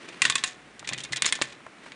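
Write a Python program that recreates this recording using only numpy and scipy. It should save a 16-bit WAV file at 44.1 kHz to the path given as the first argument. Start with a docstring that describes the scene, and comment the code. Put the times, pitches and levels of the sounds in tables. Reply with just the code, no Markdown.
"""A tin wind-up parrot tumbles on its perch, clacking and rebounding in two flurries.
Each hit makes its thin shell ring, and its loose parts rattle in and between the flurries.
The base taps and knocks down once on the table, whose top thrums as the toy's weight shifts.
The clockwork whirs faintly. It all happens close by, in a small room that hisses underneath."""
import sys
import numpy as np
from scipy import signal
from scipy.fft import rfft, irfft, next_fast_len
from scipy.io import wavfile
from scipy.ndimage import uniform_filter1d, map_coordinates

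SR = 44100
rng = np.random.default_rng(int(sys.argv[2]) if len(sys.argv) > 2 else 0)


def dump(signal):
    """Clip the signal to [-1, 1] and save it as 16-bit WAV at the path in sys.argv[1]."""
    limited = np.clip(np.atleast_2d(signal).T, -1, 1)
    pcm = np.round(limited * 32767).astype(np.int16)
    wavfile.write(sys.argv[1], SR, pcm)


N = 85995
T = np.arange(SR // 2) / SR  # half a second of time for each short sound
TOP_HZ, STRIKE_RISE_S = 10080, 0.00049  # treble limit; how fast a clack or clink starts


# Tone colour of a clack, or how strong each frequency is: f/Hz, level/dB
CLACK_COLOUR = [(40, -24.5), (250, -16.5), (820, -22), (1100, -5.5), (1350, -10.5), (1850, -2),
                (2700, -4.5), (3600, -2.5), (4700, -5), (5900, -9), (7200, -1.5), (9000, -7.5),
                (9900, -11.5)]
# The bird's main hits: t/s, level/dB, low boost/dB, treble boost/dB, fade time/s, snap/dB,
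# resonance boost/dB, then three resonances of the spot struck, each f/Hz
CLACKS = [(0.2188, -14, 2, 0, 0.044, 9.5, 14.9, 1987, 2410, 2750),
          (0.2517, -12.5, 0.5, -6.5, .042, -1.5, 8.6, 1496, 1800, 2790),
          (0.2987, -17, 4.5, -2, 0.048, 6, 6.7, 1080, 1970, 3490),
          (0.3543, -16, 4.5, 0.5, 0.036, 5.5, 9.6, 1107, 2550, 3480),
          (0.438, -15.5, 1, -1.5, .032, 0, 8.2, 1793, 2710, 3960),
          (1.2214, -18.5, 0.5, -1, 0.037, 11, 5, 2220, 3600, 8900),
          (1.2623, -19.5, 2.5, 1, .04, 9.5, 6.3, 2190, 4230, 6650),
          (1.3242, -16.5, 1, -3.5, 0.034, 6.5, 7.3, 2130, 3340, 8940),
          (1.4192, -17, 2.5, -1.5, 0.032, 3.5, 6.6, 1750, 2270, 2640)]
def clacks(clank_hz=1059, snap_fade_s=0.0078, spread_fade_s=0.069):
    """The bird hits its stops, tin on tin: it snaps, clatters and clanks, and loose parts jiggle."""
    out = np.zeros(N)
    for start, db, low_db, treble_db, fade_s, snap_db, peak_db, *peaks_hz in CLACKS:
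        envelope = rise(STRIKE_RISE_S) * (fade(fade_s) + amp(snap_db) * fade(snap_fade_s))
        peaks = [resonance(hz, peak_db) for hz in peaks_hz]
        low_boost = [(1200, low_db), (2600, 0)]
        colour = [CLACK_COLOUR, *peaks, low_boost, treble_boost(treble_db)]
        clank = amp(-21.5 + low_db) * fade(0.041) * sine(clank_hz)  # the body's lowest strong note
        shaking = chattering(fade(0.33), contacts_per_s=450, depth=0.65)
        jiggle = amp(-22.5) * burst(shaking, RATTLE_COLOUR)
        direct = burst(envelope, *colour) + clank + amp(-18.5) * shell_ring() + jiggle
        toward_walls = burst(match_energy(fade(spread_fade_s), envelope), *colour)
        add(out, start, amp(db) * room(direct, toward_walls))
    return out


# The notes of the tin shell: f/Hz, level/dB, fade time/s
SHELL_NOTES = [(1070, 0.5, 0.12), (1534, -1.5, 0.22), (1774, 5.5, 0.26), (1990, 0, 0.22), (2040, -7, 0.16),
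               (2467, 3.5, 0.25), (2740, 5, 0.13), (3614, 2.5, 0.22), (3610, -5.5, 0.16), (3900, 0.5, 0.25),
               (6760, -1, 0.084)]
def shell_ring(scatter_db=3, detune=0.0029):
    """The shell rings with several notes at once, in a new balance at each hit."""
    hz, db, fade_s = np.transpose(SHELL_NOTES)
    level_scatter, pitch_scatter = rng.standard_normal((2, len(hz)))
    gains = amp(db + scatter_db * level_scatter)
    cycles = np.outer(hz * (1 + detune * pitch_scatter), T) + rng.random((len(hz), 1))
    notes = np.sin(2 * np.pi * cycles) * fade(fade_s[:, None])
    return np.sqrt(2) * gains / np.linalg.norm(gains) @ notes


# Tone colour of light tin contacts: f/Hz, level/dB
RATTLE_COLOUR = [(200, -13.5), (1300, -8.5), (1900, 1), (2700, -2.5), (3500, 1.5), (5200, -5.5),
                 (7300, -5.5), (9800, -14.5)]
# The bird's small rebounds and lighter clacks, and the rattles of its loose parts:
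# t/s, level/dB, treble boost/dB, fade time/s, strongest resonance f/Hz
REBOUNDS_AND_RATTLES = [(.0875, -31, 1, 0.015, 2370), (0.2318, -25.5, -1, 0.017, 1564),
                        (0.2398, -22.5, -1.5, 0.034, 1994), (0.2623, -29, -19, 0.023, 1820),
                        (.2675, -24, -9, .03, 3460), (0.277, -25.5, -15, 0.028, 2000),
                        (.3229, -20.5, -8, 0.021, 3530), (.379, -28, 0, 0.071, 3350),
                        (0.428, -40, -14, .06, 2700), (.459, -33.5, 5.5, 0.14, 6700),
                        (0.7938, -34.5, 5, .038, 2790), (0.845, -37.5, -11, 0.082, 1970),
                        (0.8738, -29, 2, 0.08, 2380), (0.8893, -20.5, 1.5, 0.031, 2510),
                        (0.9238, -27.5, -20, 0.079, 1970), (.932, -22.5, 5.5, 0.028, 4380),
                        (0.978, -32.5, 1.5, 0.11, 2970), (1.0033, -28, 1, 0.023, 3210),
                        (1.0351, -28.5, 11, 0.037, 3597), (1.0489, -27, -1, .022, 2190),
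                        (1.1217, -26.5, 3, 0.056, 4190), (1.1312, -19.5, -1, .025, 1830),
                        (1.1601, -23.5, 4.5, 0.037, 3310), (1.1675, -22.5, 5, 0.033, 3345),
                        (1.176, -32, -27, 0.057, 5300), (1.233, -28, -14, 0.02, 3620),
                        (1.2451, -18.5, -14.5, 0.037, 3700), (1.2562, -19.5, 8, 0.039, 6800),
                        (1.352, -29, 5.5, 0.066, 3420), (1.523, -35.5, 0, 0.021, 2430),
                        (1.919, -31.5, -8, 0.018, 2280)]
def rebounds_and_rattles():
    """Each small rebound, light clack or rattle is a cluster of tiny contacts with a brief ping."""
    out = np.zeros(N)
    onset = rise(0.00065)
    for start, db, treble_db, fade_s, hz in REBOUNDS_AND_RATTLES:
        envelope = chattering(onset * fade(fade_s), contacts_per_s=640)
        clatter = burst(envelope, RATTLE_COLOUR, resonance(hz, db=7), treble_boost(treble_db))
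        ping = amp(-11) * onset * fade(0.05) * sine(hz)
        add(out, start, amp(db) * room(clatter + ping + amp(-19) * shell_ring()))
    return out


# The notes of a small steel link: f/Hz, level/dB, fade time/s
LINK_NOTES = [(1745, -8.5, 0.061), (2046, 2, 0.028)]
def small_parts(clink_at_s=1.1315, linger_at_s=0.438):
    """A link clinks once, and one part of the tin keeps singing after the first flurry."""
    out = np.zeros(N)
    clink = struck(LINK_NOTES) * rise(STRIKE_RISE_S)
    add(out, clink_at_s, amp(-18.5) * room(clink))
    lingering = amp(-53) * sine(735) * fade(1.6)
    soft_ending = np.cos(np.pi / 2 * T / T[-1])
    add(out, linger_at_s, lingering * soft_ending)
    return out


# Tin sliding on tin: t/s, length/s, level/dB, squeak f/Hz
SCRAPES = [(1.264, .046, -30, 5200)]
def scrapes():
    """One tin edge slips over another in quick little jerks, with a thin squeak."""
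    out = np.zeros(N)
    for start, length, db, hz in SCRAPES:
        stroke = np.sin(np.pi * np.minimum(T / length, 1))
        slips = chattering(stroke, contacts_per_s=900)
        squeak = resonance(hz, db=16, octaves=0.05)
        add(out, start, amp(db) * room(burst(slips, RATTLE_COLOUR, squeak)))
    return out


# The base's dull taps, its one drop, and the shifts of weight on the table: t/s, level/dB
TAPS = [(0.8273, -35.5), (0.913, -34.5), (.976, -42), (1.389, -32), (1.604, -44), (1.665, -32),
        (1.863, -37)]
KNOCKS = [(1.4153, -18.5)]
WEIGHT_SHIFTS = [(0.22, -42.5), (0.255, -37), (0.341, -44.5), (0.809, -46), (.911, -36), (0.974, -43),
                 (1.107, -35), (1.224, -44), (1.416, -40)]
# Tone colours of a tap and a knock: f/Hz, level/dB
TAP_COLOUR = [(100, -13), (350, -9), (600, 4.5), (1150, 5.5), (2200, -3), (4000, -22), (9800, -24)]
KNOCK_COLOUR = [(40, -19), (150, -2), (230, -2), (340, 5), (440, -2.5), (600, 5.5), (740, -2.5), (900, 6),
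                (1300, -1), (2300, -9), (4000, 4), (7000, -5.5), (9800, -37)]
# The low notes of the table top: f/Hz, level/dB, fade time/s
TABLE_NOTES = [(132.5, -1.5, 0.22), (160, -4, 0.13), (231, -7, 0.2), (320.3, -4.5, 0.092)]
def base_on_table():
    """The base taps and knocks on the table, whose top thrums as the weight shifts."""
    out = np.zeros(N)
    for start, db in TAPS:
        add(out, start, amp(db) * burst(fade(0.02), TAP_COLOUR))
    for start, db in KNOCKS:
        envelope = fade(0.024)
        push = match_energy(coloured(fade(0.00039), KNOCK_COLOUR), envelope)
        scuff = amp(-6) * burst(envelope, KNOCK_COLOUR)
        add(out, start, amp(db) * (push + scuff))
    thrum = struck(TABLE_NOTES) * rise(0.0062)
    for start, db in WEIGHT_SHIFTS:
        add(out, start, amp(db) * thrum)
    return out


# Tone colour of the gears: f/Hz, level/dB
WHIR_COLOUR = [(80, -25), (170, 3.5), (350, 4.5), (800, -6), (2000, 1.5), (3500, -5.5), (5500, -14),
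               (9800, -20)]
# How the whir swells and sinks: t/s, level/dB
WHIR_LEVELS = [(0, -47), (.17, -46), (.45, -57), (.6, -75), (.78, -79), (.9, -53.5), (1.35, -48),
               (1.56, -88), (1.8, -58), (1.87, -45.5), (1.95, -62)]
def clockwork(rough_db=3, flutter_per_s=150):
    """Small gears turn with a faint, uneven whir."""
    t = np.arange(N) / SR
    flutter = map_coordinates(rng.standard_normal(N // 20), [t * flutter_per_s], mode="wrap")
    rough_noise = rng.standard_normal(N) * amp(rough_db * flutter)
    level_db = np.interp(t, *np.transpose(WHIR_LEVELS))
    return amp(level_db) * unit(coloured(rough_noise, WHIR_COLOUR))


# How long the room echoes: f/Hz, fade time/s
ECHO_FADES = [(150, 0.83), (1000, 0.62), (3000, 0.34), (9000, 0.057)]
def room(direct, toward_walls=None, echo_db=-20.5, delay_s=0.0046):
    """The walls add a soft echo of what reaches them, by default the direct sound itself."""
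    hz, t, spectrum = signal.stft(rng.standard_normal(len(T)), SR, nperseg=256)
    decay = np.exp(-np.log(1000) * t / along(ECHO_FADES, hz)[:, None])
    tail = signal.istft(spectrum * decay, SR, nperseg=256)[1]
    tail = np.pad(tail, (round(delay_s * SR), 0))
    source = direct if toward_walls is None else toward_walls
    echo = signal.fftconvolve(source, tail / np.linalg.norm(tail))[:len(direct)]
    return direct + amp(echo_db) * echo


# Tone colours of the room's hiss and rumble: f/Hz, level/dB
HISS_COLOUR = [(25, -19), (60, -30), (90, -11.5), (140, -0.5), (300, 2.5), (500, -2.5), (1000, -5.5),
               (2000, -3), (3200, -10.5), (5000, -18), (9800, -22.5)]
RUMBLE_COLOUR = [(25, -28), (45, -28), (58, 17), (75, -10), (120, -36), (500, -75.5)]
def background():
    """The room hisses steadily over a faint low rumble."""
    hiss = amp(-51.5) * unit(coloured(rng.standard_normal(N), HISS_COLOUR))
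    rumble = amp(-75) * unit(coloured(rng.standard_normal(N), RUMBLE_COLOUR))
    return hiss + rumble


def burst(envelope, *curves):
    """A clatter of noise with the shape and energy of the envelope (its loudness over time)."""
    spectrum = rfft(envelope * rng.standard_normal(len(T)))
    power = np.abs(uniform_filter1d(np.abs(spectrum) ** 2, size=260))
    even_noise = irfft(spectrum / np.sqrt(power + 1e-12), len(T))  # evens out chance peaks
    first_half = T < T[-1] / 2
    return match_energy(coloured(even_noise * first_half, *curves), envelope)


def chattering(envelope, contacts_per_s, depth=0.63):
    """Break an envelope into tiny random contacts, keeping its energy."""
    contacts = (rng.random(len(T)) < contacts_per_s / SR).astype(float)
    grain = unit(signal.fftconvolve(contacts, fade(0.0042))[:len(T)])
    return match_energy(envelope * (1 - depth + depth * grain), envelope)


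def coloured(x, *curves):
    """Shape a sound's tone with the sum of some (f/Hz, level/dB) curves."""
    size = 2 * next_fast_len(len(x))
    hz = np.fft.rfftfreq(size, 1 / SR)
    top_cut = np.where(hz < TOP_HZ + 500, 1, 0.05)
    gain = unit(amp(sum(along(curve, hz) for curve in curves)) * top_cut)
    # These steps make the filter ring only after a hit, never before it.
    cepstrum = irfft(np.log(gain + 1e-6))
    cepstrum[1:size // 2] *= 2
    cepstrum[size // 2 + 1:] = 0
    return irfft(rfft(x, size) * np.exp(rfft(cepstrum)))[:len(x)]


def resonance(hz, db, octaves=0.14):
    """A curve with one peak, sloping away over `octaves` on each side."""
    edge = 2 ** octaves
    return [(hz / edge, 0), (hz, db), (hz * edge, 0)]


def treble_boost(db):
    """A curve that turns the highs up, or down if db is negative."""
    return [(3200, 0), (7100, db)]


def along(points, hz):
    """Read a curve between its points, on a scale of pitch."""
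    freqs, values = np.transpose(points)
    return np.interp(np.log(hz + 1), np.log(freqs + 1), values)


def struck(notes):
    """A struck object: its notes start together and each fades at its own pace."""
    return sum(amp(db) * sine(hz) * fade(fade_s) for hz, db, fade_s in notes)


def sine(hz):
    """A pure tone."""
    return np.sin(2 * np.pi * hz * T)


def rise(seconds):
    """Climb from 0 toward 1, getting about two thirds of the way in this time."""
    return 1 - np.exp(-T / seconds)


def fade(seconds):
    """Die away, dropping 60 dB in this fade time."""
    return np.exp(-np.log(1000) * T / seconds)


def amp(db):
    """Turn decibels into a multiplier."""
    return 10 ** (np.asarray(db) / 20)


def unit(x):
    """Scale to an average power of 1."""
    return x / np.sqrt(np.mean(x ** 2) + 1e-20)


def match_energy(x, target):
    """Scale x to carry as much energy as the target."""
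    return x * np.linalg.norm(target) / np.linalg.norm(x)


def add(track, start, sound):
    """Mix a sound into the track, `start` seconds in."""
    part = track[round(start * SR):][:len(sound)]
    part += sound[:len(part)]


def scene():
    """The toy on its table in the room, in one channel."""
    bird = clacks() + rebounds_and_rattles() + small_parts() + scrapes()
    return (bird + room(base_on_table()) + clockwork() + background())[None]


def record(dry):
    """Cut away the treble above TOP_HZ."""
    size = next_fast_len(N + SR // 2)
    hz = np.fft.rfftfreq(size, 1 / SR)
    low_pass = np.clip((TOP_HZ - hz) / 200 + 0.5, 0, 1)
    return irfft(rfft(dry, size) * low_pass, size)[..., :N]


dry = scene()
out = record(dry)
dump(out)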